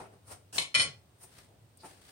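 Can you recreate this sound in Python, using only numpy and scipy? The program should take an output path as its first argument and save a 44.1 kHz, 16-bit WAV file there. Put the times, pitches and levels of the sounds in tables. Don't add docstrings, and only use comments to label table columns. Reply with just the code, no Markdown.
import sys
import numpy as np
from scipy import signal
from scipy.fft import rfft, irfft, next_fast_len
from scipy.io import wavfile
from scipy.ndimage import map_coordinates

SR = 44100
rng = np.random.default_rng(int(sys.argv[2]) if len(sys.argv) > 2 else 0)


def master_out(mix):
    frames = np.transpose(np.atleast_2d(mix))
    ceiling = np.clip(frames, -1, 1)
    pcm = np.round(ceiling * 32767).astype(np.int16)
    wavfile.write(sys.argv[1], SR, pcm)


N = 93271


def amp(db):
    return 10 ** (np.asarray(db) / 20)


def unit(x):
    return x / np.sqrt(np.mean(x ** 2) + 1e-20)


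def along(points, hz):
    f, v = np.transpose(points)
    return np.interp(np.log(hz + 1), np.log(f + 1), v)


def seconds():
    return np.arange(N) / SR


def wobble(rate, t=None):
    if t is None:
        t = seconds()
    knots = rng.standard_normal(int(N * rate / SR) + 4)
    return map_coordinates(knots, [t * rate])


def filtered(x, response):
    m = next_fast_len(x.shape[-1] + SR // 5)
    gain = response(np.fft.rfftfreq(m, 1 / SR))
    return irfft(rfft(x, m) * gain, m)[..., :x.shape[-1]]


# (frequency [Hz], likeness [0 to 1])
LIKENESS = [(60, 0.94), (140, 0.84), (300, 0.83), (700, 0.36), (1400, 0), (4000, 0), (12000, 0.1)]


def noise(spectrum, size=N):
    def middle_and_side(hz):
        turn = np.arccos(np.clip(along(LIKENESS, hz), -1, 1)) / 2
        return amp(along(spectrum, hz)) * [np.cos(turn), np.sin(turn)]

    mid, side = filtered(rng.standard_normal((2, size)), middle_and_side)
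    return unit(np.array([mid + side, mid - side]))


PIVOT_HZ = 3480


def tilted(spectrum, tilt_db, from_hz=1):
    return [(hz, db + tilt_db * np.log2(max(hz, from_hz) / PIVOT_HZ)) for hz, db in spectrum]


def fade(t, t60):
    return np.exp(-np.log(1000) * t / t60)


def burst(spectrum, t60, attack):
    t = np.arange(SR // 2) / SR
    return noise(spectrum, size=len(t)) * fade(t, t60) * (1 - np.exp(-t / attack))


def friction(spectrum, grain_db, grain_rate):
    return unit(noise(spectrum) * amp(grain_db * wobble(grain_rate)))


def swells(rows):
    t, power = seconds(), 0
    for peak_s, db, rise, fall in rows:
        drop_db = 20 * np.maximum((peak_s - t) / rise, (t - peak_s) / fall)
        power = power + amp(db - drop_db) ** 2
    return np.sqrt(power)


def add(track, s, sound):
    part = track[:, max(0, round(s * SR)):][:, :sound.shape[1]]
    part += sound[:, :part.shape[1]]


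# (frequency [Hz], t60 [s])
ROOM = [(100, 0.057), (300, 0.47), (1000, 0.26), (2500, 0.25), (5000, 0.25), (9000, 0.23), (15000, 0.13)]
WALL_S = 0.0051


def in_room(x, wet_db):
    flat = [(1, 0.011), (2, 0)]
    hz, t, z = signal.stft(noise(flat, size=SR // 2), SR, nperseg=256)
    tail = signal.istft(z * fade(t, along(ROOM, hz)[:, None]), SR, nperseg=256)[1]
    tail_s = np.arange(tail.shape[1]) / SR
    tail = tail * (1 - np.exp(-(tail_s / WALL_S) ** 2))
    answer = signal.fftconvolve(x, tail / np.linalg.norm(tail[0]), axes=1)[:, :x.shape[1]]
    return x + amp(wet_db) * answer


# (frequency [Hz], relative level [dB])
AIR = [(35, -32), (60, -5), (107, -0.5), (160, -7.5), (250, -11), (370, -13.5), (600, -14), (1000, -19.5),
       (1750, -24.5), (4000, -26.5), (7000, -32), (9000, -25), (10600, -38.5), (15500, -31)]


def air():
    return amp(-63.5) * noise(AIR)


def hum():
    phase = 2 * np.pi * 102.2 * seconds() + 3.03 * wobble(10)
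    return np.sin(phase) * amp(-68.5 + 6.4 * wobble(6))


# (time of peak [s], level [dB], rise [s], fall [s])
SURGES = [(.04, -62, 0.033, 0.071), (.33, -54, 0.094, 0.067), (.99, -58.5, 0.14, 0.06),
          (1.64, -59.5, 0.059, 0.071)]
# (frequency [Hz], relative level [dB])
RUMBLE = [(55, -14), (110, 6.5), (170, -14.5), (350, -29.5), (1000, -55)]


def rumble():
    return swells(SURGES) * noise(RUMBLE)


def background():
    return air() + hum() + rumble()


# (time of peak [s], level [dB], rise [s], fall [s])
SHUFFLES = [(1.525, -64, 0.078, 0.067)]
# (frequency [Hz], relative level [dB])
SHUFFLE = [(150, -14), (400, 5), (720, 1), (1100, -17), (3000, -30), (12000, -37)]


def shuffle():
    return swells(SHUFFLES) * noise(SHUFFLE)


# (time of peak [s], level [dB], rise [s], fall [s])
SWISHES = [(1.807, -60, 0.035, 0.073)]
# (frequency [Hz], relative level [dB])
SWISH = [(1000, -21), (3200, -9.5), (4200, -2), (4900, 1), (5700, -12), (9000, -20), (15000, -24.5)]


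def swish():
    return swells(SWISHES) * noise(SWISH)


# (time of peak [s], level [dB], rise [s], fall [s], brightness [dB per octave])
SWINGS = [(1.387, -55.5, 0.16, 0.11, -0.5), (1.898, -56, 0.0598, 0.17, -1),
          (2.101, -54.5, 0.16, 0.19, -0.5)]
# (frequency [Hz], relative level [dB])
LEATHER = [(100, 5.5), (400, 0.5), (1000, -0.5), (1600, 2), (2500, -0.5), (4800, 0), (7000, -5.5),
           (9000, 3.5), (10600, -9), (15500, -9)]


def apron():
    out = np.zeros((2, N))
    for *stroke, tilt_db in SWINGS:
        out += swells([stroke]) * friction(tilted(LEATHER, tilt_db), grain_db=2.8, grain_rate=170)
    return out


# (time [s], level [dB])
CRUMBS = [(1.772, -50)]
# (frequency [Hz], relative level [dB])
CRUMB = [(1000, -32), (4000, -23), (9000, 12), (11000, -3.5), (15500, 2.5)]


def crumbs():
    out = np.zeros((2, N))
    for s, db in CRUMBS:
        add(out, s, amp(db) * burst(CRUMB, t60=0.032, attack=0.00092))
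    return out


# (time of peak [s], level [dB], rise [s], fall [s], brightness [dB per octave])
SCUFFS = [(.01, -46, 0.15, 0.08, -3), (0.138, -58, .04, 0.046, -3.5), (0.282, -53, 0.024, 0.032, 2),
          (0.323, -43, 0.046, 0.042, 0.5), (1.216, -56.5, 0.017, 0.03, 0.5),
          (1.238, -50, 0.046, 0.045, 4.5), (1.859, -49.5, 0.043, 0.058, 1)]
# (frequency [Hz], relative level [dB])
GRIT = [(100, -9.5), (250, -8), (500, 0), (850, 1.5), (1500, -6), (3400, -14), (5500, -11), (7300, -15),
        (9100, -0.5), (10600, -19.5), (15500, -20.5)]


def scuffs():
    out = np.zeros((2, N))
    for *stroke, tilt_db in SCUFFS:
        out += swells([stroke]) * noise(tilted(GRIT, tilt_db))
    return out


# (frequency [Hz], mean relative level [dB], t60 [s])
HEEL = [(380, -4, 0.08), (560, -2, 0.025), (710, 1, 0.04), (855, 2, 0.06), (1040, -5, 0.03),
        (1310, -4, .03), (1740, -13, 0.03)]
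# (frequency [Hz], relative level [dB])
BOOT = [(60, -30), (130, 1), (280, 2), (500, -2.5), (820, -7), (1300, -20), (2500, -6.5), (5000, -35.5),
        (12000, -78)]


def footfall():
    t = np.arange(SR // 2) / SR
    knock = np.zeros(len(t))
    for hz, db, t60 in HEEL:
        varied_db = db + 2 * rng.standard_normal()
        knock += amp(varied_db) * fade(t, t60) * np.sin(2 * np.pi * hz * t)
    knock *= 1 - np.exp(-t / 0.001)
    return amp(3) * knock + amp(-6) * burst(BOOT, t60=0.13, attack=0.00058)


# (time [s], gain on the footfall [dB])
STEPS = [(.001, -47.5), (.015, -56), (0.038, -54), (.056, -52), (1.238, -57), (1.8348, -50), (1.8438, -47),
         (1.8505, -50.5), (1.8578, -58), (1.875, -76)]


def steps():
    out = np.zeros((2, N))
    for s, db in STEPS:
        add(out, s, amp(db) * footfall())
    return out


def footwork():
    close = scuffs() + apron() + swish() + shuffle() + steps() + crumbs()
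    left_db = 1.66
    return in_room(close, wet_db=-8.5) * amp([[left_db / 2], [-left_db / 2]])


CHATTER_DB, CHATTER_HZ = 1.6, 600

# (time [s], level before the room [dB])
DRAG = [(0.523, -81), (0.528, -47), (0.545, -42.5), (0.562, -36.5), (0.58, -37.5), (.586, -75)]
# (frequency [Hz], relative level [dB])
RASP = [(50, -4.5), (110, 8), (250, -1.5), (900, -1), (1350, -6.5), (1680, 3.5), (2150, -14), (2780, 2.5),
        (3500, -6.5), (5600, 0.5), (7300, -1.5), (8400, 6), (9300, 3.5), (10600, -10.5), (15500, -7.5)]


def scrape():
    level_db = np.interp(seconds(), *np.transpose(DRAG), left=-np.inf, right=-np.inf)
    return in_room(amp(level_db) * friction(RASP, CHATTER_DB, CHATTER_HZ), wet_db=-14)


# (frequency [Hz], relative level [dB])
THUD = [(25, -43.5), (60, -9), (110, -3), (165, 1), (210, -10.5), (260, -10.5), (400, -13.5), (560, -9.5),
        (1200, -60)]


def thud():
    return burst(THUD, t60=0.19, attack=0.0028)


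STRIKE_S = 0.0015
TIP_T60, SHANK_T60 = 0.037, 0.1

# (frequency [Hz], relative level struck by the tip [dB], relative level struck by the shank [dB])
CLASH = [(150, -32, -38), (300, -16.5, -33), (560, -6.5, -5), (750, -11.5, -17), (1080, -5, -10.5),
         (1500, -12.5, -9.5), (2180, -5, -1), (2700, -4, -8.5), (3350, -1, -1), (3700, -3.5, -18.5),
         (3960, -5, -20), (4180, 2.5, 4), (4710, -12.5, -5), (5570, -7, -5), (7200, -13.5, -15),
         (9370, -13.5, -11.5), (10080, -51, -64), (15000, -38, -57)]


def clash(place, tilt_db):
    colour = [(hz, np.interp(place, [0, 1], levels_db)) for hz, *levels_db in CLASH]
    colour = tilted(colour, tilt_db, from_hz=PIVOT_HZ / 2)
    t60 = np.interp(place, [0, 1], [TIP_T60, SHANK_T60])
    puff = burst(colour, t60, STRIKE_S)
    chatter = unit(amp(CHATTER_DB * wobble(CHATTER_HZ)))
    return puff * chatter[:puff.shape[1]]


FLUTTER, FLUTTER_HZ = 0.42, 55
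DRIFT_RAD, DRIFT_HZ = 0.22, 35
TIP_RING = 0.99

# (frequency [Hz], relative level struck at the tip [dB], relative level struck at the shank [dB])
STEEL = [(1110, -24, -20), (1395, -30, -16), (1690, -30, -20), (1984, -18, 2), (2015, -28, -9),
         (2133, -9, -16), (2225, 0, -31), (2258, -4, -29), (2310, -15, -13), (2405, -13, 1.5),
         (2428, -28, -5), (2545, -14, -12), (2663, -12, -18), (2952, -11, -16), (3040, -4, 0),
         (3131, -12, -3), (3163, -13, -15), (3454, -2, -5), (3875, -9, -20), (3900, -25, -3),
         (4138, -1, -21), (4216, -8, -9), (4302, -15, -3), (4351, -16, -11), (4522, -19, -19),
         (4889, -14, -12), (5216, -12, -15), (5303, -25, -4), (5350, -28, -9), (5570, -25, -13),
         (6455, -8, -14), (6620, -22, -15), (6806, -15, -11), (7270, -22, -20), (7569, -19, -21),
         (7940, -13, -15), (8225, -9, -35), (8760, -10, -32), (8927, -17, 2), (9599, -2, -36),
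         (9730, -13, -42), (11270, -50, -25), (12590, -23, -47), (13290, -48, -34)]
# (frequency [Hz], t60 [s])
RING_T60 = [(1000, 0.15), (2200, 0.16), (4000, 0.12), (7000, 0.14), (9000, 0.093), (13000, 0.155)]
# (frequency [Hz], gain [dB])
RING_COLOUR = [(2000, 1), (2260, 3), (2420, 0), (3200, 3), (3500, -0.5), (4300, 3.5), (6500, -1), (9000, 6),
               (11300, 8), (13000, 1.5)]


def ring(contacts):
    t, out = seconds(), np.zeros((2, N))
    frames = np.linspace(0, N / SR, 4000)
    s, ring_db, _, _, place, tilt_db = np.transpose(contacts)[:, :, None]
    age, place = np.maximum(frames - s, 0), np.clip(place, 0, 1)
    onset = 1 - np.exp(-age / STRIKE_S)
    for hz, tip_db, shank_db in STEEL:
        level = ring_db + tip_db + place * (shank_db - tip_db)
        level = level + along(RING_COLOUR, hz) + tilt_db * np.log2(hz / PIVOT_HZ)
        t60 = along(RING_T60, hz) * (TIP_RING + place * (1 - TIP_RING))
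        swing = np.linalg.norm(amp(level) * fade(age, t60) * onset, axis=0)
        for ear in out:
            beating = swing * (1 + FLUTTER * wobble(FLUTTER_HZ, frames))
            size = np.interp(t, frames, beating)
            drift = np.interp(t, frames, DRIFT_RAD * wobble(DRIFT_HZ, frames))
            ear += size * np.sin(2 * np.pi * (hz * t + rng.random()) + drift)
    return out


# (time [s], ring gain [dB], clash gain [dB], thud gain [dB],
# place on the hook [0 tip to 1 shank], brightness of ring and clash [dB per octave])
CONTACTS = [(.581, -33.5, -17.5, -55.5, 0, 1.5), (.596, -43.5, -39, -48.5, 0.12, 7.5),
            (0.618, -39.5, -40, -53.5, 0.11, 2), (.643, -52.5, -63, -59, 0, -9),
            (0.7426, -32.5, -33.5, -74, 0.81, -1), (0.7482, -27.5, -25.5, -45.5, 1, -1),
            (0.757, -32.5, -33, -44, 0.8, -3.5), (0.772, -34, -36, -42, 0.93, 1),
            (.784, -40, -46.5, -43, 1, 3.5), (0.7961, -30, -24, -46.5, 0.95, -2.5),
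            (0.807, -36, -32, -51.5, 1, 1.5), (0.816, -34, -38.5, -58.5, 0.75, 5.5),
            (0.848, -59.5, -45.5, -44.5, 0.34, -20), (0.872, -48.5, -54.5, -46, 0.42, -7)]
# (frequency [Hz], left minus right [dB])
STEEL_BALANCE = [(300, 2), (700, -0.5), (2400, 1), (3100, 2), (3600, 5.5), (4300, 4), (5300, 1), (9000, 2)]


def clinks():
    clashes, thuds = np.zeros((2, N)), np.zeros((2, N))
    for s, _, clash_db, thud_db, place, tilt_db in CONTACTS:
        add(clashes, s, amp(clash_db) * clash(place, tilt_db))
        add(thuds, s, amp(thud_db) * thud())
    metal = in_room(ring(CONTACTS), wet_db=-12) + in_room(clashes, wet_db=-3.5)
    metal = filtered(metal, lambda hz: amp(along(STEEL_BALANCE, hz) * [[.5], [-.5]]))
    return metal + thuds


def scene():
    return background() + footwork() + scrape() + clinks()


LOW_HZ, TOP_HZ = 40, 15850


def record(dry):
    return filtered(dry, lambda hz: (hz < TOP_HZ) * hz ** 4 / (hz ** 4 + LOW_HZ ** 4))


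dry = scene()
out = record(dry)
master_out(out)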